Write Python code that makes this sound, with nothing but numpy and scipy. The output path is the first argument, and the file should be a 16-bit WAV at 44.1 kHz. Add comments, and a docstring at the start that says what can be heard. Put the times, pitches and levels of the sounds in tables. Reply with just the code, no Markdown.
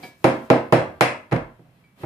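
"""Wooden rack arms knocked into place

Wooden rack arms are knocked into place on a workbench in a small, live workshop: four sharp clacks and
a duller, fumbled knock, with fainter blows around them. Each blow is a snap, a short noise crack, ringing
modes of the arms and bench top, and a dense noise wash. A small metal fitting clinks as a set of decaying
sines; shifted parts slide and brush as coloured noise over the quiet room."""
import sys
import numpy as np
from scipy import signal
from scipy.fft import rfft, irfft, next_fast_len
from scipy.io import wavfile
from scipy.ndimage import uniform_filter1d

SR = 44100
rng = np.random.default_rng(int(sys.argv[2]) if len(sys.argv) > 2 else 0)


def wrap_up_sound(samples):
    """Save the sound to the file named by the first command line argument, as 16-bit audio."""
    columns = np.atleast_2d(samples).T
    # keep every value between -1 and 1, then stretch to whole-number steps
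    tamed = np.clip(columns, -1, 1)
    steps = np.round(tamed * 32767).astype(np.int16)
    wavfile.write(sys.argv[1], SR, steps)


N = 90405

# Blows on the rack. Each row: start in seconds, level in dB, then bass, low mids, upper mids, treble and
# top in dB against the body, crack in dB against the wash, ring length as a factor.
KNOCKS = [(-.04, -31, -4, 10.5, 1.5, 3, 1, -11, 0.95), (.028, -38, 6, 9.5, 6, 21, 7.5, -12, 1.2),
          (0.2425, 0.5, -2.5, 4.5, -1.1, -4.5, -0.5, 0.5, 0.98),
          (0.5014, 3.5, -4, 2.6, -4, -6.5, -8.5, 1.5, 0.88), (0.7241, 3, 1.5, -2, -2.7, -4.9, -3, -2, 0.95),
          (1.0088, -2.5, -3, 1, 7.5, 6.5, 9.5, -0.5, 0.92), (1.3127, -23.5, 3, 1, 5, 6, 4, -15, 0.6),
          (1.3204, -8, -1, 1.5, 1.5, -9, -5, -11, 0.92), (1.3274, -12, 13.5, 5.5, -6, -8, -14, 8, 0.75),
          (1.3631, -22.5, 12.5, 5.5, 3.5, -6, -8, 10, 0.57),
          (1.593, -42.5, 14.5, 14, -10, -9.5, -7.5, -3, 0.91), (1.647, -48, 12, 2, -5, -5, -3, -7, 1.6),
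          (2.034, -17, 7, 2.5, -3.5, -16, -10.5, -6.3, 0.58)]
# Tone centres of a blow, in Hz: bass, low mids, body, upper mids, treble, top.
COLOUR_HZ = [125, 250, 500, 1800, 4500, 11000]
# Ringing of the arms and the bench top. Each row: pitch in Hz, level in dB, t60 in seconds at ring length 1.
WOOD_MODES = [(127, -16, 0.31), (161.1, -25, 0.37), (261.8, -20, 0.2), (342.3, -19, 0.24),
              (381.1, -24, 0.47), (473, -19, 0.38), (530.8, -17.5, 0.38), (566, -19.5, 0.22),
              (649.3, -16, 0.25), (719, -20, 0.34), (799, -18.5, .23), (924, -26, .27), (961, -29, .4),
              (1768, -32, .34), (2203, -32, 0.24), (2354, -31, .3)]
# Dense wash of higher modes and room. Each row: frequency in Hz, gain in dB.
WASH = [(30, 4), (60, -1.5), (95, 24), (150, 16), (210, 27.5), (320, 31.5), (430, 18), (580, 35), (850, 28),
        (1200, 25.5), (1600, 22.5), (2300, 21.5), (3000, 12), (4800, 7.5), (7000, -4), (10000, -2),
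        (14500, -17)]
# Decay of the wash. Each row: frequency in Hz, t60 in seconds at ring length 1.
WASH_T60 = [(60, 0.95), (160, 0.47), (420, 0.38), (1100, 0.41), (2400, 0.38), (4000, 0.3), (8000, .33),
            (14000, 0.11)]
# Crack of the contact itself. Each row: frequency in Hz, gain in dB.
CRACK = [(100, 11.5), (400, 28), (800, 19.5), (1300, 20.5), (2200, 10.5), (4000, 5), (8000, -9.5),
         (14000, -12)]
# Stereo likeness. Each row: frequency in Hz, left-right correlation from -1 to 1.
LIKENESS = [(60, 1), (140, 0.96), (260, 0.99), (550, 0.71), (1000, 0.22), (2000, -0.06), (4000, 0.13),
            (12000, -0.055)]
# Stereo balance. Each row: frequency in Hz, left minus right in dB.
BALANCE_DB = [(60, -2.5), (300, -3), (650, -0.5), (1000, -1.5), (2000, 3.5), (4000, 0.7), (12000, 0.7)]
# Touches on the fitting. Each row: start in seconds, level in dB, loss in dB per octave away from its
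# main mode (a negative loss is a lift).
CLINKS = [(.033, -46, -5), (1.840, -62.5, 12)]
# Ringing of the metal fitting. Each row: pitch in Hz, level in dB, t60 in seconds.
FITTING_MODES = [(740, 3, 0.15), (954, -7, 0.25), (1680, -4.5, 0.4), (1760, -9.5, 0.34), (2275, -6.5, .12),
                 (2420, -3, .14), (2290, 7, 0.32), (3180, -7, .12), (4000, -6, 0.14), (4460, -17, 0.11),
                 (4740, -6, 0.19)]
# Wood sliding on wood. Each row: time in seconds, level in dB.
SLIDE = [(0, -62), (.045, -40), (.13, -82), (.23, -56.5), (.3, -53), (1.55, -65), (1.66, -66.5),
         (1.8, -62.5), (1.95, -68.5), (1.99, -53.5), (2.025, -44.5), (2.05, -53)]
# Tone of the slide. Each row: frequency in Hz, relative density in dB per Hz.
SLIDE_COLOUR = [(30, -11), (200, 4), (700, -3), (1400, -9), (2500, -9), (4000, -14.5), (7000, -28.5),
                (12000, -18.5), (15000, -29.5)]
# A light, high brushing. 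Each row: time in seconds, level in dB.
BRUSH = [(0, -59), (.07, -52), (.14, -69.5), (.22, -64), (.38, -68), (.46, -61), (.52, -80), (1.95, -91.5),
         (1.99, -68), (2.05, -62)]
# Tone of the brushing. Each row: frequency in Hz, relative density in dB per Hz.
BRUSH_COLOUR = [(30, -17.5), (2000, -16), (4500, 2.5), (7500, 2.5), (10000, 1.5), (14500, 3)]
# Tone of the quiet room. Each row: frequency in Hz, relative density in dB per Hz.
FLOOR = [(30, -12), (80, -1), (130, 9), (200, 1.5), (400, -17.5), (1000, -13), (2400, -18), (4000, -30.5),
         (14000, -30.5)]

FLOOR_DB = -60  # rms
FITTING_MAIN_HZ = 2450
LOW_CUT_HZ, CUTOFF_HZ = 26, 14900
MODE_BUILD_CYCLES, WASH_BUILD_CYCLES = 0.52, 0.29
MODE_SCATTER_DB = 1.8  # random spread of mode levels from blow to blow
MODE_WIDTH = 0.35  # how far the phases at the two microphones part
TYPICAL_T60_S = 0.4  # the decay that a ring length scales
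CRACK_T60_S = 0.0023
CRACK_CYCLES = 15  # every band of the crack lasts this many cycles longer, so low notes hang on most
EVEN_OVER_HZ = 22  # width over which the wash is evened out
SNAP_DB = -2
SNAP_LOW_HZ, SNAP_HIGH_HZ, SNAP_DULL_HZ = 750, 2260, 6500
SNAP_FULL_DB, SNAP_SOFTENING = -2, 0.6  # below this level a blow loses this many more dB of snap per dB
SNAP_LAG_S = 0.0001  # the left microphone hears it later

T = np.arange(N) / SR
TAIL = T[:int(0.55 * SR)]  # time axis of one ringing sound

# third-octave bands, and their power responses for the evened wash
EDGES = 28 * 2 ** (np.arange(29) / 3)
CENTRES = np.sqrt(EDGES[1:] * EDGES[:-1])
BANDS = [signal.butter(2, EDGES[k:k + 2], "band", fs=SR, output="sos") for k in range(len(CENTRES))]
FFT_SIZE = next_fast_len(len(TAIL) + SR // 8, True)
FFT_HZ = np.fft.rfftfreq(FFT_SIZE, 1 / SR)
BAND_SHAPES = [np.abs(signal.sosfreqz(sos, FFT_HZ, fs=SR)[1]) ** 2 for sos in BANDS]


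def from_db(db):
    """Decibels to gain."""
    return 10 ** (np.asarray(db) / 20)


def at_hz(points, hz):
    """Read a table on a log-frequency axis."""
    f, v = np.transpose(points)
    return np.interp(np.log(hz), np.log(f), v)


def panned(db):
    """Left and right gains for a level difference."""
    return from_db(np.array([[db], [-db]]) / 2)


def unit(x):
    """Scale to energy 1."""
    return x / np.sqrt(np.sum(x ** 2) + 1e-20)


def dying(t60):
    """Exponential decay: 60 dB down after t60 seconds."""
    return np.exp(-np.log(1000) * TAIL / t60)


def swelling(hz, cycles):
    """A resonance builds up over a time set in cycles of its pitch."""
    return 1 - np.exp(-TAIL * hz / cycles)


def add(out, start_s, sound):
    """Mix a sound in at a time, trimmed to the scene."""
    i = int(round(start_s * SR))
    a, b = max(i, 0), min(i + sound.shape[-1], N)
    if b > a:
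        out[:, a:b] += sound[:, a - i:b - i]


def band_noise(k, size):
    """Two unrelated noises in third-octave band k."""
    steep_band = np.vstack([BANDS[k], BANDS[k]])
    settling = SR // 8
    noise = rng.standard_normal((2, size + settling))
    return signal.sosfilt(steep_band, noise)[:, -size:]


def stereo(pair, hz):
    """Turn two noises into left and right, alike in the bass and mostly unrelated in the treble."""
    alike = np.clip(at_hz(LIKENESS, hz), -0.99, 0.99)
    mid = np.sqrt((1 + alike) / 2) * unit(pair[0])
    side = np.sqrt((1 - alike) / 2) * unit(pair[1])
    return np.array([mid + side, mid - side]) * panned(at_hz(BALANCE_DB, hz))


def ring(hz, t60, spread):
    """One decaying mode, reaching the two microphones in different phases."""
    parting = spread * rng.choice([-1, 1]) * np.array([[1], [-1]])
    phase = rng.uniform(0, 2 * np.pi) + parting
    return np.sin(2 * np.pi * hz * TAIL + phase) * dying(t60) * swelling(hz, MODE_BUILD_CYCLES)


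def hiss(bands, colour):
    """Steady stereo noise of a given colour, rms 1 over both channels."""
    band_gains = from_db(at_hz(colour, CENTRES)) * np.sqrt(CENTRES)  # wider bands hold more energy
    return unit(np.tensordot(band_gains, bands, 1)) * np.sqrt(2 * N)


def background():
    """Soft friction noise as parts are shifted, over the quiet room."""
    bands = np.array([stereo(band_noise(k, N), hz) for k, hz in enumerate(CENTRES)])
    # one noise serves three layers: played backwards, shifted by half, and straight
    slide_noise = hiss(bands, SLIDE_COLOUR)[:, ::-1]
    brush_noise = np.roll(hiss(bands, BRUSH_COLOUR), N // 2, axis=1)
    slide = from_db(np.interp(T, *np.transpose(SLIDE))) * slide_noise
    brush = from_db(np.interp(T, *np.transpose(BRUSH))) * brush_noise
    return slide + brush + from_db(FLOOR_DB) * hiss(bands, FLOOR)


def fitting():
    """Light touches ring a small metal part; the lightest wakes little but the modes near its main one."""
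    out = np.zeros((2, N))
    for start_s, db, loss_db in CLINKS:
        for hz, mode_db, t60 in FITTING_MODES:
            octaves_away = abs(np.log2(hz / FITTING_MAIN_HZ))
            gain = from_db(db + mode_db - loss_db * octaves_away)
            add(out, start_s, gain * ring(hz, t60, spread=0.35))
    return out


def strength(knock, hz):
    """How strongly a blow drives a frequency: hard contacts are bright, soft ones boom."""
    _, db, bass_db, low_mids_db, upper_mids_db, treble_db, top_db, _, _ = knock
    colour_db = [bass_db, low_mids_db, 0, upper_mids_db, treble_db, top_db]
    return from_db(db + np.interp(np.log(hz), np.log(COLOUR_HZ), colour_db))


def damping(length):
    """Change in decay for a part held more or less firmly: below 1 rings shorter, above 1 longer."""
    return dying(TYPICAL_T60_S) ** (1 / np.clip(length, 0.4, 1.5) - 1)


def evened(pair, k):
    """Spread a band's energy evenly over its pitches, so that no chance note stands out."""
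    spectrum = rfft(pair, FFT_SIZE)
    width = int(EVEN_OVER_HZ * FFT_SIZE / SR)
    power = uniform_filter1d(np.abs(spectrum) ** 2, size=width, axis=-1)
    level = np.sqrt(np.abs(power) + 1e-9 * power.max())
    return irfft(spectrum * BAND_SHAPES[k] / level, FFT_SIZE)[:, :len(TAIL)]


def burst(k, envelope, even=False):
    """Stereo noise in band k under an envelope, with energy in proportion to the bandwidth."""
    pair = band_noise(k, len(TAIL)) * envelope
    if even:
        pair = evened(pair, k) * swelling(CENTRES[k], WASH_BUILD_CYCLES)
    bandwidth = EDGES[k + 1] - EDGES[k]
    return np.sqrt(2 * bandwidth / SR) * stereo(pair, CENTRES[k])


def wash():
    """Dense modes dying in the room, band by band."""
    bands = []
    for k, hz in enumerate(CENTRES):
        bands.append(from_db(at_hz(WASH, hz)) * burst(k, dying(at_hz(WASH_T60, hz)), even=True))
    return np.array(bands)


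def contact_crack():
    """The brief noise of the contact itself, band by band, with the low bands lasting longest."""
    bands = []
    for k, hz in enumerate(CENTRES):
        envelope = dying(CRACK_T60_S + CRACK_CYCLES / hz) * swelling(hz, MODE_BUILD_CYCLES)
        bands.append(from_db(at_hz(CRACK, hz)) * burst(k, envelope))
    return np.array(bands)


def wood_clatter(count=5):
    """Each blow is a short crack and a wash that differs between a few striking places."""
    out = np.zeros((2, N))
    places = [wash() for _ in range(count)]
    crack = contact_crack()
    for i, knock in enumerate(KNOCKS):
        crack_db, length = knock[-2:]
        gains = strength(knock, CENTRES)
        washed = np.tensordot(gains, places[i % count], 1) * damping(length)
        cracked = from_db(crack_db) * np.tensordot(gains, crack, 1)
        add(out, knock[0], washed + cracked)
    return out


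def wood_modes():
    """Every blow rings the same modes of the arms and bench top, with strengths of its own."""
    out = np.zeros((2, N))
    pitches = np.array(WOOD_MODES)[:, 0]
    spreads = MODE_WIDTH * np.arccos(np.clip(at_hz(LIKENESS, pitches), -1, 1))
    rings = []
    for (hz, db, t60), spread in zip(WOOD_MODES, spreads):
        rings.append(from_db(db) * panned(at_hz(BALANCE_DB, hz)) * ring(hz, t60, spread))
    rings = np.array(rings)
    for knock in KNOCKS:
        scatter = from_db(MODE_SCATTER_DB * rng.standard_normal(len(pitches)))
        gains = strength(knock, pitches) * scatter
        add(out, knock[0], np.tensordot(gains, rings, 1) * damping(knock[-1]))
    return out


def wood_snaps():
    """The direct sound of hard wood meeting hard wood: one brief filtered pulse a blow."""
    out = np.zeros((2, N))
    click = (TAIL == 0) * 1.0
    band = signal.butter(1, [SNAP_LOW_HZ, SNAP_HIGH_HZ], "band", fs=SR, output="sos")
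    dull = signal.butter(1, SNAP_DULL_HZ, fs=SR, output="sos")
    pulse = signal.sosfilt(dull, signal.sosfilt(band, click))
    for start_s, db, _, _, _, treble_db, _, crack_db, _ in KNOCKS:
        softening_db = SNAP_SOFTENING * min(db - SNAP_FULL_DB, 0)
        snap = from_db(SNAP_DB + db + treble_db + crack_db + softening_db) * pulse[None]
        add(out[:1], start_s + SNAP_LAG_S, snap)
        add(out[1:], start_s, snap)
    return out


def knocks():
    """Snap, modes and clatter together; the parts are too small to radiate deep bass."""
    low_cut = signal.butter(3, LOW_CUT_HZ, "high", fs=SR, output="sos")
    return signal.sosfilt(low_cut, wood_snaps() + wood_modes() + wood_clatter())


def scene():
    """Knocks, clinks and rubbing over the quiet room."""
    return knocks() + fitting() + background()


def record(dry):
    """The highest peaks are rounded and the top is cut."""
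    rounded = dry / (1 + (dry / 0.95) ** 6) ** (1 / 6)
    top_cut = signal.ellip(10, 0.2, 70, CUTOFF_HZ, fs=SR, output="sos")
    return signal.sosfilt(top_cut, rounded)


dry = scene()
out = record(dry)
wrap_up_sound(out)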